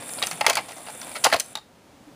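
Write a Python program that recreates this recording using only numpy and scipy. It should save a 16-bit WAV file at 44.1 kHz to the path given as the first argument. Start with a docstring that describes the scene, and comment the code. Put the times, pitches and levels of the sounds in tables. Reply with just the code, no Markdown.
"""A disc changer's plastic cams, levers and latches clack and bounce, close by in a quiet room.
Each contact is a sharp blow and a dying chatter that ring the chassis, the levers and metal parts.
A small motor drives them: its brushes tick six times a turn in the treble, its gears rumble in the
chassis. The motor stops, a last latch snaps, and low room noise with a few dull bumps remains."""
import sys
import numpy as np
from scipy import signal
from scipy.fft import rfft, irfft
from scipy.io import wavfile
from scipy.ndimage import uniform_filter1d

SR = 44100
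rng = np.random.default_rng(int(sys.argv[2]) if len(sys.argv) > 2 else 0)


def wav_out(sig):
    """Save sig, one row per channel (or a flat mono array), as 16-bit PCM at SR to the path in sys.argv[1]."""
    wavfile.write(sys.argv[1], SR, np.round(np.clip(np.atleast_2d(sig).T, -1, 1) * 32767).astype(np.int16))


N = 94815


def undb(db):
    return 10 ** (np.asarray(db) / 20)


def unit(x):
    return x / np.sqrt(np.mean(x ** 2))


def ring(x, modes):
    """Parallel resonances (pitch_hz, width_hz, level_db) that keep the power of white noise."""
    def bank(drive):
        return sum((-1) ** k * undb(db) * signal.lfilter(*signal.iirpeak(hz, hz / width, fs=SR), drive)
                   for k, (hz, width, db) in enumerate(modes))
    impulse = np.arange(1024) == 0
    return bank(x) / np.sqrt(np.sum(bank(impulse) ** 2))


def coloured(spectrum):
    """Noise of unit power, shaped by a spectrum (pitch_hz, level_db)."""
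    hz, db = np.array(spectrum).T
    bins_hz = np.arange(N // 2 + 1) * SR / N + 1
    gain = undb(np.interp(np.log(bins_hz), np.log(hz), db))
    return unit(irfft(rfft(rng.standard_normal(N)) * gain, N))


def flicker(rate_hz):
    """Glides between random values, with a spread of 1."""
    hold = int(SR / rate_hz)
    steps = np.repeat(rng.standard_normal(N // hold + 1), hold)
    return unit(uniform_filter1d(steps, hold)[:N])


def curve(points, column):
    """One column as an envelope over the times in the first."""
    points = np.array(points)
    return np.interp(np.arange(N) / SR, points[:, 0], points[:, column])


def room():
    """Low room tone that swells towards the end, with a few dull bumps."""
    # room tone spectrum: pitch_hz, level_db
    spectrum = [(15, -38.5), (25, -16.5), (114, -4), (236, -1), (293, -3), (503, -7.5), (545, -6),
                (962, -10), (1070, -12.5), (14800, -30), (16000, -39.5)]
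    # dull bumps: start_s, pitch_hz, length_s, level_db
    bumps = [(0.31, 165, 0.056, -41.5), (1.341, 88, 0.027, -39), (1.932, 290, 0.028, -48.5),
             (1.993, 215, .03, -49), (2.06, 298, .045, -42.5)]
    t = np.arange(N) / SR
    thuds = sum(undb(db) * np.sin(2 * np.pi * hz * t) * np.sin(np.pi * np.clip((t - s) / length, 0, 1))
                for s, hz, length, db in bumps)
    swell_db = 8.5 * np.maximum(t - 1.72, 0)
    return coloured(spectrum) * undb(-54 + swell_db) + thuds


def gears():
    """Gears grind into the chassis: a ringing rumble whose level flickers by about 1 dB."""
    # rumble spectrum: pitch_hz, level_db
    spectrum = [(59, -32), (100, -5.5), (323, -0.5), (393, -9), (504, -3), (815, -6), (1390, -11),
                (1520, -7.5), (2090, -11), (2880, -12), (7000, -23.5), (9100, -35.5), (15400, -120)]
    # gear resonances: pitch_hz, width_hz, level_db
    modes = [(738, 154, -6.5), (1412, 13, -7), (2330, 47, -9.5), (3597, 130, -9)]
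    rumble = coloured(spectrum) + undb(-4.5) * ring(rng.standard_normal(N), modes)
    return unit(rumble * undb(flicker(rate_hz=61.31)))


def brushes():
    """Brushes tick and scrape over each commutator segment and rub steadily; the bearing hisses."""
    # shaft rotation: time_s, turns
    shaft = [(0, -.4), (.0593, 2), (.1058, 4), (.308, 13), (.403, 17), (.587, 24), (.7337, 30), (.8559, 35),
             (.9757, 40), (1.0939, 45), (1.2089, 50), (1.5301, 64)]
    # tick of each segment: level_db
    segment_db = [0, -11, -5, -7.5, -11, -8]
    # resonances of tick, rub and bearing: pitch_hz, width_hz, level_db
    tick_modes = [(8650, 700, -1), (9820, 650, 0), (10700, 650, 0), (11900, 1000, -6), (14900, 900, -7)]
    rub_modes = [(7350, 350, 0), (7800, 250, 0), (8650, 500, 0), (9780, 400, 0), (10700, 400, 0),
                 (11500, 800, -11)]
    bearing_modes = [(13500, 1200, -1), (15100, 900, -1.5)]
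    segment = np.floor(curve(shaft, 1) * len(segment_db)).astype(int)
    edges = np.flatnonzero(np.diff(segment)) + 1
    scatter_db = rng.standard_normal(N)[edges]
    ticks = np.zeros(N)
    ticks[edges] = undb(np.array(segment_db)[segment[edges] % len(segment_db)] + scatter_db)
    scrape = signal.lfilter([1], [1, -.95], ticks) * rng.standard_normal(N)
    contact = unit(ticks) + undb(-8) * unit(scrape)
    ticking = unit(ring(ring(contact, tick_modes), tick_modes))
    rub = ring(rng.standard_normal(N), rub_modes)
    hiss = ring(rng.standard_normal(N), bearing_modes)
    return unit(ticking + rub) + undb(-15) * hiss


def motor(stop_s=1.527, brush_t60_s=0.088, gear_t60_s=0.23):
    """Brushes and gears follow the load, then die away when the current stops."""
    # levels under load: time_s, brushes_db, gears_db
    load = [(0.0, -45.5, -42.5), (0.126, -36.5, -42.5), (0.282, -38.5, -40.5), (0.402, -44.5, -42),
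            (0.524, -49.5, -42), (0.8, -46.5, -48.5), (0.952, -43.5, -46), (1.058, -42.5, -43),
            (1.248, -41, -45.5), (1.404, -49.5, -48.5), (1.442, -49.5, -54.5), (1.52, -48.5, -50.5)]
    stopped_s = np.maximum(np.arange(N) / SR - stop_s, 0)
    brush_gain = undb(curve(load, 1) - 60 * stopped_s / brush_t60_s)
    gear_gain = undb(curve(load, 2) - 60 * stopped_s / gear_t60_s)
    return brushes() * brush_gain + gears() * gear_gain


def clacks(rise_s=0.00014, chatter_db=5, ping_trim_db=-21, ping_t60_share=0.45):
    """Each contact is a blow and a dying chatter: it rings four parts and one ping of its own."""
    # cam and latch contacts: start_s, ping_db (before trim), ping_hz, chassis_db, chassis_hz,
    # low_lever_db, high_lever_db, metal_db, base_t60_s
    contacts = [(0.023, -13.5, 1720, -38, 730, -45, -48, -70, 0.055),
                (0.092, -9.5, 1700, -47, 673, -48, -47, -45, 0.023),
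                (0.1365, 2, 6390, -63, 692, -66, -52, -35, 0.011),
                (0.184, -28, 3800, -37, 720, -41, -38, -60, 0.1),
                (0.22, -2, 2260, -30, 1146, -49, -52, -57, 0.03),
                (0.2256, 11.5, 3830, -36.5, 550, -28, -27, -31, 0.029),
                (0.234, -0.5, 3290, -29.5, 740, -27.5, -30, -42, 0.07),
                (0.239, -1, 2200, -66, 686, -40.5, -53, -39, 0.027),
                (0.269, 4.5, 6290, -41, 730, -35, -35, -27, 0.038),
                (0.312, -12, 4350, -34, 755, -31, -36, -32, 0.093),
                (0.374, -22, 2500, -47, 899, -46, -62, -47.5, 0.037),
                (0.4097, 2, 2580, -25.5, 820, -24, -28, -31.5, 0.029),
                (0.413, 7, 1840, -21, 850, -32.5, -45, -53, 0.051),
                (0.445, -3.5, 1950, -26, 850, -34, -53, -56, 0.085),
                (0.465, 16.5, 2146, -16.5, 890, -17.5, -17.5, -19.5, 0.043),
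                (0.48, -5, 2870, -23.5, 590, -44, -32.5, -31.5, 0.13),
                (0.487, -3, 2600, -24, 840, -35, -47, -46, 0.14),
                (0.495, -11, 1960, -23.5, 1090, -23.5, -27.5, -28, 0.07),
                (0.498, -6, 4230, -38, 700, -30, -24, -21, 0.043),
                (0.503, 3, 2290, -22.5, 695, -39, -32, -31.5, 0.1),
                (0.53, -7, 2350, -38, 638, -33, -32, -33.5, 0.076),
                (0.554, 0, 4660, -38, 694, -28.5, -31, -26, 0.048),
                (0.57, 1, 2330, -20, 887, -24, -25.5, -31.5, 0.078),
                (0.588, -2, 2040, -28.5, 778, -63, -63, -48, 0.075),
                (0.685, -29, 2750, -35, 810, -44, -44, -43.5, 0.23),
                (0.719, -31, 1950, -44, 503, -42.5, -48, -46, 0.088),
                (0.764, -29, 2070, -37.5, 800, -54, -48, -44.5, 0.42),
                (0.865, -21, 2880, -39.5, 730, -42, -46.5, -51, 0.12),
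                (0.885, -25, 1620, -33.5, 860, -47, -45.5, -58, 0.064),
                (0.9, -18, 1550, -52, 950, -47, -52, -48, 0.066),
                (0.95, -26, 2250, -45, 522, -49, -64, -50, 0.041),
                (1.015, -5, 5790, -58, 710, -43, -43, -43, 0.035),
                (1.029, -14.5, 3500, -41.5, 715, -48, -45.5, -55, 0.077),
                (1.066, -36, 1870, -42, 770, -48, -54, -53.5, 0.071),
                (1.079, -31, 2190, -42.5, 926, -46, -49.5, -52, 0.15),
                (1.115, -15.5, 2330, -44.5, 660, -48.5, -48, -55.5, 0.083),
                (1.147, -34.5, 2260, -45.5, 640, -45, -48, -53.5, 0.053),
                (1.154, -8, 2270, -41.5, 980, -32.5, -40, -45, 0.078),
                (1.161, -10.5, 2040, -35, 626, -35.5, -36.5, -40.5, 0.072),
                (1.239, -2, 5940, -27.5, 1120, -20.5, -20.5, -26.5, 0.12),
                (1.244, 6.5, 5150, -29, 640, -42.5, -18.5, -15.5, 0.082),
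                (1.252, 7, 1220, -18.5, 770, -33.5, -40, -37, 0.013),
                (1.26, 7, 1240, -15.5, 900, -31, -29, -46.5, 0.041),
                (1.267, 4.5, 2070, -16, 730, -31.5, -33, -32.5, 0.029),
                (1.299, -22, 2270, -48, 813, -34, -40, -45, 0.048),
                (1.317, -3, 1930, -59, 697, -42, -34, -43, 0.055),
                (1.326, 12, 1760, -17.5, 800, -19.5, -24, -31.5, 0.044),
                (1.335, 4, 1660, -32.5, 880, -26.5, -22, -31.5, 0.062),
                (1.343, 2, 2560, -16.5, 740, -44, -47, -32, 0.054),
                (1.363, -15, 4100, -29, 646, -42, -33.5, -37, 0.031),
                (1.388, -14, 2380, -56, 541, -45, -51, -44, 0.074),
                (1.398, 6.5, 6240, -60, 540, -38, -30, -22.5, 0.04),
                (1.401, -3.5, 2490, -44, 600, -41, -32, -30, 0.047),
                (1.554, 4.5, 3730, -34, 910, -39.5, -35.5, -35.5, 0.031),
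                (1.572, -3, 3760, -38.5, 890, -46.5, -55, -49, 0.037),
                (1.584, -26.5, 3820, -43, 860, -68, -46, -60.5, 0.04)]
    # resonances of the case under the chassis, the levers and the metal: pitch_hz, width_hz, level_db
    case = [(305, 170, -19.5), (150.6, 50, -29)]
    low_levers = [(1329, 235, 0), (1644, 160, 1.5), (1952, 340, 1), (2282, 310, 2.5), (2554, 354, 1),
                  (2870, 119, -1)]
    high_levers = [(3110, 460, -1), (3834, 720, 1), (4447, 1110, 0.5), (5235, 300, -2)]
    metal = [(5760, 750, 5.5), (7700, 2400, 2), (10180, 890, 6), (11400, 2300, -3), (14700, 1330, -3)]
    # first touch over the chatter, for chassis, low levers, high levers, metal: level_db
    blow_db = [21.1, 17.3, 18, 14]
    # how much faster the chatter dies in the same four parts: ratio
    decay_ratios = [1.01, 1.05, 1.15, 1.7]
    length = 6000
    out, t = np.zeros(N + length), np.arange(length) / SR
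    for start_s, ping_db, ping_hz, chassis_db, chassis_hz, low_db, high_db, metal_db, t60 in contacts:
        fade = undb(-60 * t / t60) * (1 - np.exp(-t / rise_s))
        chatter = undb(chatter_db * np.repeat(rng.standard_normal(100), 60))
        force = fade ** np.array(decay_ratios)[:, None] * chatter * rng.standard_normal((4, length))
        force[:, 4] += undb(blow_db)
        chassis = [(chassis_hz, 102, 0), (0.676 * chassis_hz, 102, -10), (1.3 * chassis_hz, 200, -10)]
        parts = [unit(ring(force[0], chassis + case)),
                 unit(ring(ring(force[1], low_levers), low_levers)),  # twice, for steeper skirts
                 unit(ring(ring(force[2], high_levers), high_levers)),
                 unit(ring(force[3], metal))]
        # levels count as if the whole ring were packed into 10 ms
        clack = undb([chassis_db, low_db, high_db, metal_db]) @ parts * np.sqrt(.01 / t[-1])
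        ping_gain = undb(ping_db + ping_trim_db - 60 * t / (ping_t60_share * t60))
        start = int(start_s * SR)
        out[start:start + length] += clack + ping_gain * np.sin(2 * np.pi * ping_hz * t)
    return signal.sosfilt(signal.butter(2, 110, "high", fs=SR, output="sos"), out[:N])


def scene(tail_t60_s=0.25, tail_db=-14):
    """The close mechanism with a short reverb tail, over the room tone."""
    mechanism = clacks() + motor()
    t = np.arange(SR // 4) / SR
    tail = rng.standard_normal(len(t)) * undb(-60 * t / tail_t60_s)
    reverb = signal.fftconvolve(mechanism, tail / np.sqrt(np.sum(tail ** 2)))[:N]
    return (mechanism + undb(tail_db) * reverb + room())[None]


def record(dry, ceiling=1.3, notch_hz=12550, notch_width_hz=1500):
    """The microphone rounds the loudest peaks, notches the treble and drops steeply above that."""
    rounded = ceiling * np.tanh(dry / ceiling)
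    notched = signal.lfilter(*signal.iirnotch(notch_hz, notch_hz / notch_width_hz, fs=SR), rounded)
    rolled_off = signal.sosfilt(signal.ellip(8, .5, 40, 15270, fs=SR, output="sos"), notched)
    return signal.sosfilt(signal.ellip(12, .2, 90, 16500, fs=SR, output="sos"), rolled_off)


dry = scene()
out = record(dry)
wav_out(out)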